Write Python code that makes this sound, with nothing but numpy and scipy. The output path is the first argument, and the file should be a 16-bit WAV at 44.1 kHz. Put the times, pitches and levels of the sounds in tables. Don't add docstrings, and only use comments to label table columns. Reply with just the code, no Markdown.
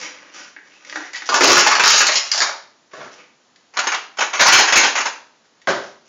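import sys
import numpy as np
from scipy import signal
from scipy.fft import rfft, irfft
from scipy.io import wavfile
from scipy.ndimage import uniform_filter1d

SR = 44100
rng = np.random.default_rng(int(sys.argv[2]) if len(sys.argv) > 2 else 0)


def file_out(sig):
    cols = np.atleast_2d(sig).T
    lim = np.clip(cols, -1, 1)
    pcm = np.round(lim * 32767).astype(np.int16)
    wavfile.write(sys.argv[1], SR, pcm)


N = 268524
TIME = np.arange(N) / SR
RING_TIME = np.arange(SR // 3) / SR


def undb(db):
    return 10 ** (np.asarray(db) / 20)


def unit(x):
    return x / np.sqrt(np.mean(x ** 2))


def unit_peak(x):
    power = uniform_filter1d(x ** 2, size=SR // 250)
    return x / np.sqrt(power.max())


def through(x, response):
    return signal.fftconvolve(x, response)[:len(x)]


def along(points, hz):
    point_hz, value = np.transpose(points)
    return np.interp(np.log(np.maximum(hz, 1)), np.log(point_hz), value)


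def colour(points, size=2048):
    grid_hz = np.arange(size + 1) * SR / (2 * size)
    cepstrum = irfft(np.log(undb(along(points, grid_hz))))
    cepstrum[1:size] *= 2
    cepstrum[size + 1:] = 0
    return irfft(np.exp(rfft(cepstrum)))[:size]


def split(x, hz=2700):
    filters = [signal.butter(4, hz, kind, fs=SR, output="sos") for kind in ("low", "high")]
    return [signal.sosfilt(sos, x) for sos in filters]


def ring(modes):
    total = 0
    for hz, db, t60_s in modes:
        decay = undb(db - 60 * RING_TIME / t60_s)
        total = total + decay * np.sin(2 * np.pi * (hz * RING_TIME + rng.random()))
    return total / np.linalg.norm(total)


def struck(modes, ring_db):
    return signal.unit_impulse(len(RING_TIME)) + undb(ring_db) * ring(modes)


def dented_shell(t60_s, ring_db, count=40):
    place, size, life = rng.random((count, 3)).T
    modes = zip(400 + 6800 * place, -8 * size, t60_s * (.5 + life))
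    return struck(modes, ring_db)


def clicks(per_s, spread_db, length):
    chance = rng.random(length) < per_s / SR
    sign = rng.choice([-1, 1], length)
    return chance * sign * undb(spread_db * np.minimum(rng.standard_normal(length), 2))


def blow(response, db, bright_db, length_s):
    push = clicks(3000, 3.93, len(RING_TIME)) * np.exp(-RING_TIME / max(length_s, 1e-4))
    push[0] = 2
    body, treble = split(through(push, response))
    return undb(db) * (unit_peak(body) + undb(bright_db) * unit_peak(treble))


def add(track, s, x):
    start = max(int(s * SR), 0)
    track[start:start + len(x)] += x[:N - start]


def stroke(s, length_s, attack_s, release_s):
    rise = np.clip((TIME - s) / attack_s, 0, 1)
    return rise * np.exp(-np.clip((TIME - s - length_s) / release_s, 0, 20))


def played(texture, body_gain, treble_gain):
    body, treble = split(texture)
    return body_gain * unit(body) + treble_gain * unit(treble)


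def crinkle(points, per_s, spread_db, t60_s, count=8):
    cans = 0
    for _ in range(count):
        creases = clicks(per_s / count, spread_db, N)
        cans = cans + through(creases, dented_shell(t60_s, ring_db=-2))
    return through(cans, colour(points))


def spots(count=4):
    return np.zeros((count, N))


# frequency in Hz, gain in dB.
AIR_COLOUR = [(29, -42), (50, -20), (217, -5), (256, -5), (1720, -10.5), (2200, -14), (7000, -14.5),
              (9100, -50.5), (15400, -120)]
AIR_RMS_DB = -58.5


def air():
    return undb(AIR_RMS_DB) * unit(through(rng.standard_normal(N), colour(AIR_COLOUR)))


# start in seconds, length in seconds, relative level in dB, treble over body in dB.
RUBS = [(-0.02, 0.061, -32, 1.5), (0.078, 0.22, -43.5, -10.5), (0.318, 0.12, -40, 3),
        (0.63, 0.26, -51, -3.5), (0.86, 0.2, -44, 3), (1.125, 0.085, -44.5, 4), (1.246, 0.023, -44, 16.5),
        (2.906, 0.16, -42, -7), (3.105, 0.027, -48, 4), (3.168, 0.031, -42, -14),
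        (5.784, 0.066, -46.5, 5.5), (6.046, 0.045, -60.5, 9)]
# frequency in Hz, gain in dB.
RUB_COLOUR = [(47, -59), (80, -27.5), (338, -5.5), (431, -15), (491, -3.5), (755, -11.5), (1210, -4.5),
              (1370, -9), (1510, -3.5), (3990, -10.5), (5810, -3), (7000, -8.5), (9100, -40.5),
              (15400, -120)]
# start in seconds, relative level in dB, relative brightness in dB.
KNOCKS = [(0.564, -26.5, -39), (0.587, -34, -36), (0.849, -38.5, -4), (0.897, -40, 7.5),
          (0.926, -20.5, -21), (0.958, -14, -19), (0.973, -17.5, -25), (1.004, -27, -18.5),
          (1.221, -21, -16), (3.56, -53, 2), (5.455, -55.5, -4), (5.617, -59, 9), (5.672, -11.5, -17.5)]
# frequency in Hz, gain in dB.
KNOCK_COLOUR = [(47, -61), (80, -41.5), (241, -22), (296, 0), (550, -13), (814, -5.5), (2000, -8),
                (2750, -17), (5590, -17), (7000, -19), (9100, -44), (15400, -120)]
# frequency in Hz, level in dB, t60 in seconds.
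PRESS = [(189, -16.5, 0.23), (279.4, -5.5, 0.19), (356, -4.5, 0.23), (409.7, -1.5, 0.3), (439.3, -3, 0.15),
         (486.5, 3, 0.057), (566, -2, 0.12), (610, -2.5, 0.054)]
RUB_ATTACK_S, RUB_RELEASE_S = .02, .035
JOINT_HZ, JOINT_T60_S, KNOCK_FLURRY_S = 1750, .007, 0.0047


def handling():
    slips = through(clicks(1800, 7, N), struck(PRESS, ring_db=-28))
    rubbing = through(slips, colour(RUB_COLOUR))
    gains = np.zeros((2, N))
    for s, length_s, db, bright_db in RUBS:
        swell = stroke(s, length_s, RUB_ATTACK_S, RUB_RELEASE_S)
        gains += np.outer(undb([db, db + bright_db]), swell)
    out = undb(-7.0) * played(rubbing, *gains)

    wood = colour(KNOCK_COLOUR)
    for s, db, bright_db in KNOCKS:
        joint = struck(PRESS, ring_db=-27.5) + undb(-6) * ring([(JOINT_HZ, 0, JOINT_T60_S)])
        add(out, s, blow(through(joint, wood), db - 6.0, bright_db + 9.5, KNOCK_FLURRY_S))
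    return out


# start in seconds, length in seconds, resonance in Hz, level in dB.
SQUEAKS = [(0, 0.1, 2140, -38), (0.332, 0.17, 1530, -46.5), (0.699, 0.084, 2560, -53),
           (0.956, 0.16, 1960, -43.5), (1.129, 0.045, 1980, -29.5), (3.181, 0.042, 2350, -49),
           (.945, .03, 5720, -42)]


def squeaking(width_hz):
    out = np.zeros(N)
    for s, length_s, hz, db in SQUEAKS:
        swell = signal.windows.tukey(int(length_s * SR))
        slips = clicks(1500, 3, SR)[:len(swell)]
        b, a = signal.iirpeak(hz, hz / width_hz, fs=SR)
        add(out, s, undb(db) * swell * unit(signal.lfilter(b, a, slips)))
    return out


# start in seconds, relative level in dB, relative brightness in dB.
SNAPS = [(1.133, -38, 8), (1.158, -33.5, 8), (1.29, -5.5, -10.5), (1.321, -9.5, -15), (1.342, -3, -6),
         (1.358, -8.5, -6), (1.408, 0.5, -10.5), (1.434, -6.5, 0.5), (1.474, -6.5, 3.5), (1.495, -6, -7),
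         (1.569, -2, -11.5), (1.591, -12, 1.5), (1.671, -7.5, 1.5), (1.712, -4.5, -6), (1.752, -7, -5),
         (1.796, -2, -10), (1.837, -7.5, 2.5), (1.861, -0.5, -7), (1.902, -9, 0.5), (1.933, -7.5, -1.5),
         (1.979, -12, 7.5), (2.005, -5, -2), (2.067, -20.5, 12.5), (2.087, -7, -11), (2.119, -19, 6),
         (2.156, -17.5, 10.5), (2.316, -24.5, 18.5), (2.336, -18.5, 2.5), (2.377, -14.5, 2.5),
         (2.403, -13.5, 5), (2.418, -8.5, -4)]
# time in seconds, relative body level in dB, relative treble level in dB.
CREASE = [(1.42, -12, -12.5), (1.54, -6.5, -1), (1.816, -20, -34), (1.84, -20, -4), (2.174, -27, -19),
          (2.288, -39.5, -32), (2.33, -25, -23), (2.414, -25.5, -13), (2.5, -19.5, -39)]
# frequency in Hz, gain in dB.
CAN_COLOUR = [(47, -64), (80, -43), (415, -8.5), (500, -8.5), (550, -2), (714, -0.5), (1210, 4.5),
              (3500, -15), (4910, -9.5), (7000, -12), (9100, -37.5), (15400, -120)]
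BUCKLE_S, PANEL_HZ, PANEL_HZ_PER_S, PANEL_SCATTER_OCTAVES = 1.36, 1350, 1000, 0.56
RELEASE_S, SPRING_HZ, SPRING_FADE_S = 2.316, 5000, .03
SNAP_FLURRY_S, SPRING_FLURRY_S = 0.0088, 0.0019
PANEL_DB, SPRING_DB = -12.5, -3.5
THUMP_DB, COLLAPSE_DB, COLLAPSE_S, COLLAPSE_WIDTH_S = -28.5, 21.5, 1.481, .14


def crushing():
    out = spots()
    creases = crinkle(CAN_COLOUR, per_s=220, spread_db=8, t60_s=.006)
    times, *levels = np.transpose(CREASE)
    gains = [undb(np.interp(TIME, times, db, left=-np.inf, right=-np.inf)) for db in levels]
    add(out[0], 0, undb(-10) * played(creases, *gains))

    wall = colour(CAN_COLOUR)
    for k, (s, db, bright_db) in enumerate(SNAPS):
        folding_hz = PANEL_HZ + PANEL_HZ_PER_S * max(s - BUCKLE_S, 0)
        folding_hz *= 2 ** (PANEL_SCATTER_OCTAVES * rng.uniform(-1, 1))
        ping = np.exp(-abs(s - RELEASE_S) / SPRING_FADE_S)
        flurry_s = SNAP_FLURRY_S + ping * (SPRING_FLURRY_S - SNAP_FLURRY_S)

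        shell = dented_shell(t60_s=0.0088, ring_db=-13)
        panel = undb(PANEL_DB) * ring([(folding_hz, 0, .005)])
        spring = ping * undb(SPRING_DB) * ring([(SPRING_HZ, 0, .0045)])
        snap = blow(through(shell + panel + spring, wall), db - 8, bright_db + 6, flurry_s)

        collapse = np.exp(-((s - COLLAPSE_S) / COLLAPSE_WIDTH_S) ** 2)
        thump = undb(db + THUMP_DB + COLLAPSE_DB * collapse) * unit_peak(ring(PRESS))
        add(out[k % len(out)], s, snap + thump)
    return out


# start in seconds, relative level in dB, flurry decay in seconds.
BENCH_BLOWS = [(2.934, -28, 0.013), (2.973, -32.5, 0.018), (3.006, -27, 0.011), (3.054, -32.5, .013),
               (5.674, -11.5, 0.0086), (5.681, -9.5, 0.012), (5.704, -14.5, 0.0088), (5.739, -20, 0.016)]
# frequency in Hz, level in dB, t60 in seconds.
BENCH = [(156.5, 0, 0.32), (403, 19, 0.43), (511, -14, .25), (635, -12, 0.52), (686, 0, .3), (1065, -9, .2),
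         (1330, -9, .15), (1720, -24, .12)]
# frequency in Hz, gain in dB.
BENCH_COLOUR = [(35, -75), (60, -31), (156, -11.5), (307, -11), (629, -2.5), (752, -8), (1640, -7.5),
                (2390, -21.5), (7000, -23), (9100, -77), (15400, -120)]
BENCH_BRIGHT_DB = -11


def bumping():
    out = spots()
    planks = through(struck(BENCH, ring_db=-33), colour(BENCH_COLOUR))
    for k, (s, db, flurry_s) in enumerate(BENCH_BLOWS):
        add(out[k % len(out)], s, blow(planks, db - 8, BENCH_BRIGHT_DB, flurry_s))
    return out


# start in seconds, relative level in dB, flurry decay in seconds.
LANDINGS = [(3.738, -33.5, 0.018), (3.77, -9, 0.0039), (3.789, -7.5, .007), (3.838, -17.5, 0.0048),
            (3.871, -6, 0.0019), (3.919, -9.5, 0.0053), (3.943, -13, .007), (4.171, -28, .01),
            (4.187, -10, 0.0049), (4.207, -8, 0.02), (4.332, -13.5, 0.036), (4.394, -6.5, 0.011),
            (4.407, -1.5, 0.023), (4.458, -3, 0.022), (4.478, -2.5, 0.016), (4.521, -1.5, 0.046),
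            (4.584, -2.5, 0.03), (4.678, -8, 0.02), (4.724, -2.5, 0.01), (4.756, -2, 0.043),
            (4.832, -6.5, 0.03), (4.952, -11.5, 0.025), (4.975, -12, 0.016), (5.005, -13.5, 0.015),
            (5.056, -10, 0.0097)]
# frequency in Hz, gain in dB.
HEAP_COLOUR = [(47, -46.5), (80, -41.5), (140, -39.5), (260, -12), (529, -7.5), (1000, 2), (2360, -3),
               (3440, -6.5), (4150, -4.5), (6620, 1), (7000, -3.5), (9100, -34.5), (15400, -120)]
RIM_DB, FLAT_DB, FLOP_S = -10, -9, .0035
SOFT_DB, SOFT_BRIGHT_DB, BRIGHT_DB_PER_DB = -8.5, -4.5, 0.67
SLIDE_DB, SLIDE_BRIGHT_DB, LEAD_S, SLIDE_S, SETTLE_S = -21, -18, 0.014, 0.021, .025


def tipping():
    out = spots()
    sliding = crinkle(HEAP_COLOUR, per_s=600, spread_db=5, t60_s=.01)
    stir = np.zeros(N)
    for s, db, _ in LANDINGS:
        stir += undb(db + SLIDE_DB) * stroke(s - LEAD_S, SLIDE_S, SLIDE_S, SETTLE_S)
    add(out[0], 0, played(sliding, stir, undb(SLIDE_BRIGHT_DB) * stir))

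    heap = colour(HEAP_COLOUR)
    for k, (s, db, flurry_s) in enumerate(LANDINGS):
        can = through(dented_shell(t60_s=0.011, ring_db=-12), heap)
        bright_db = SOFT_BRIGHT_DB + BRIGHT_DB_PER_DB * max(db - SOFT_DB, 0)
        rim = blow(can, db + RIM_DB, bright_db, flurry_s)
        flat = blow(can, db + FLAT_DB, bright_db, flurry_s)
        add(out[k % len(out)], s, rim)
        add(out[(k + 1) % len(out)], s + FLOP_S, flat)
    return out


# band centre in Hz, t60 in seconds.
GARAGE = [(120, 0.48), (300, 0.52), (700, 0.46), (1800, 0.41), (4000, 0.44), (7000, 0.34)]


def garage(x, wet_db, early_db, build_s):
    t = np.arange(SR) / SR
    noise = rfft(rng.standard_normal(SR))
    hz = np.arange(SR // 2 + 1)
    tail = np.zeros(SR)
    for k, (_, t60_s) in enumerate(GARAGE):
        share = along([(band_hz, j == k) for j, (band_hz, _) in enumerate(GARAGE)], hz)
        tail += irfft(noise * share, SR) * np.exp(-np.log(1000) * t / t60_s)
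    tail *= 1 - np.exp(-t / build_s)
    early = clicks(900, 2.1, SR) * np.exp(-t / 0.012) * (t > .002)
    late_part = undb(wet_db) * tail / np.linalg.norm(tail)
    early_part = undb(early_db) * early / np.linalg.norm(early)
    return x + through(x, late_part + early_part)


def scene():
    woodwork = garage(handling() + squeaking(width_hz=220), wet_db=-2.5, early_db=-4.5, build_s=0.015)
    cans = sum(garage(x, wet_db=0.0, early_db=-2.5, build_s=0.0023) for x in crushing())
    bench = sum(garage(x, wet_db=3.5, early_db=2.5, build_s=0.01) for x in bumping())
    heap = sum(garage(x, wet_db=-3.5, early_db=-1.5, build_s=0.0042) for x in tipping())
    return (air() + woodwork + cans + bench + heap)[None]


MIC_LOW_HZ, MIC_TOP_HZ, CONVERTER_HZ, TOP_HZ = 110, 7200, 16000, 15800
MIRROR_BAND_HZ, MIRROR_DB = [8400, 9100], -26.0


def record(dry):
    headroom, knee, give = .74, .58, .16
    saturated = headroom * np.tanh(dry / headroom)
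    narrow = signal.sosfilt(signal.cheby1(12, .3, MIC_TOP_HZ, fs=SR, output="sos"), saturated)
    narrow = signal.sosfilt(signal.butter(1, MIC_LOW_HZ, "high", fs=SR, output="sos"), narrow)

    mirror_band = signal.butter(4, MIRROR_BAND_HZ, "band", fs=SR, output="sos")
    mirror = signal.sosfilt(mirror_band, narrow * np.cos(2 * np.pi * CONVERTER_HZ * TIME))
    x = narrow + undb(MIRROR_DB) * mirror

    clean = np.clip(x, -knee, knee)
    rounded = clean + give * np.tanh((x - clean) / give)
    return signal.sosfilt(signal.ellip(8, .2, 70, TOP_HZ, fs=SR, output="sos"), rounded)


dry = scene()
out = record(dry)
file_out(out)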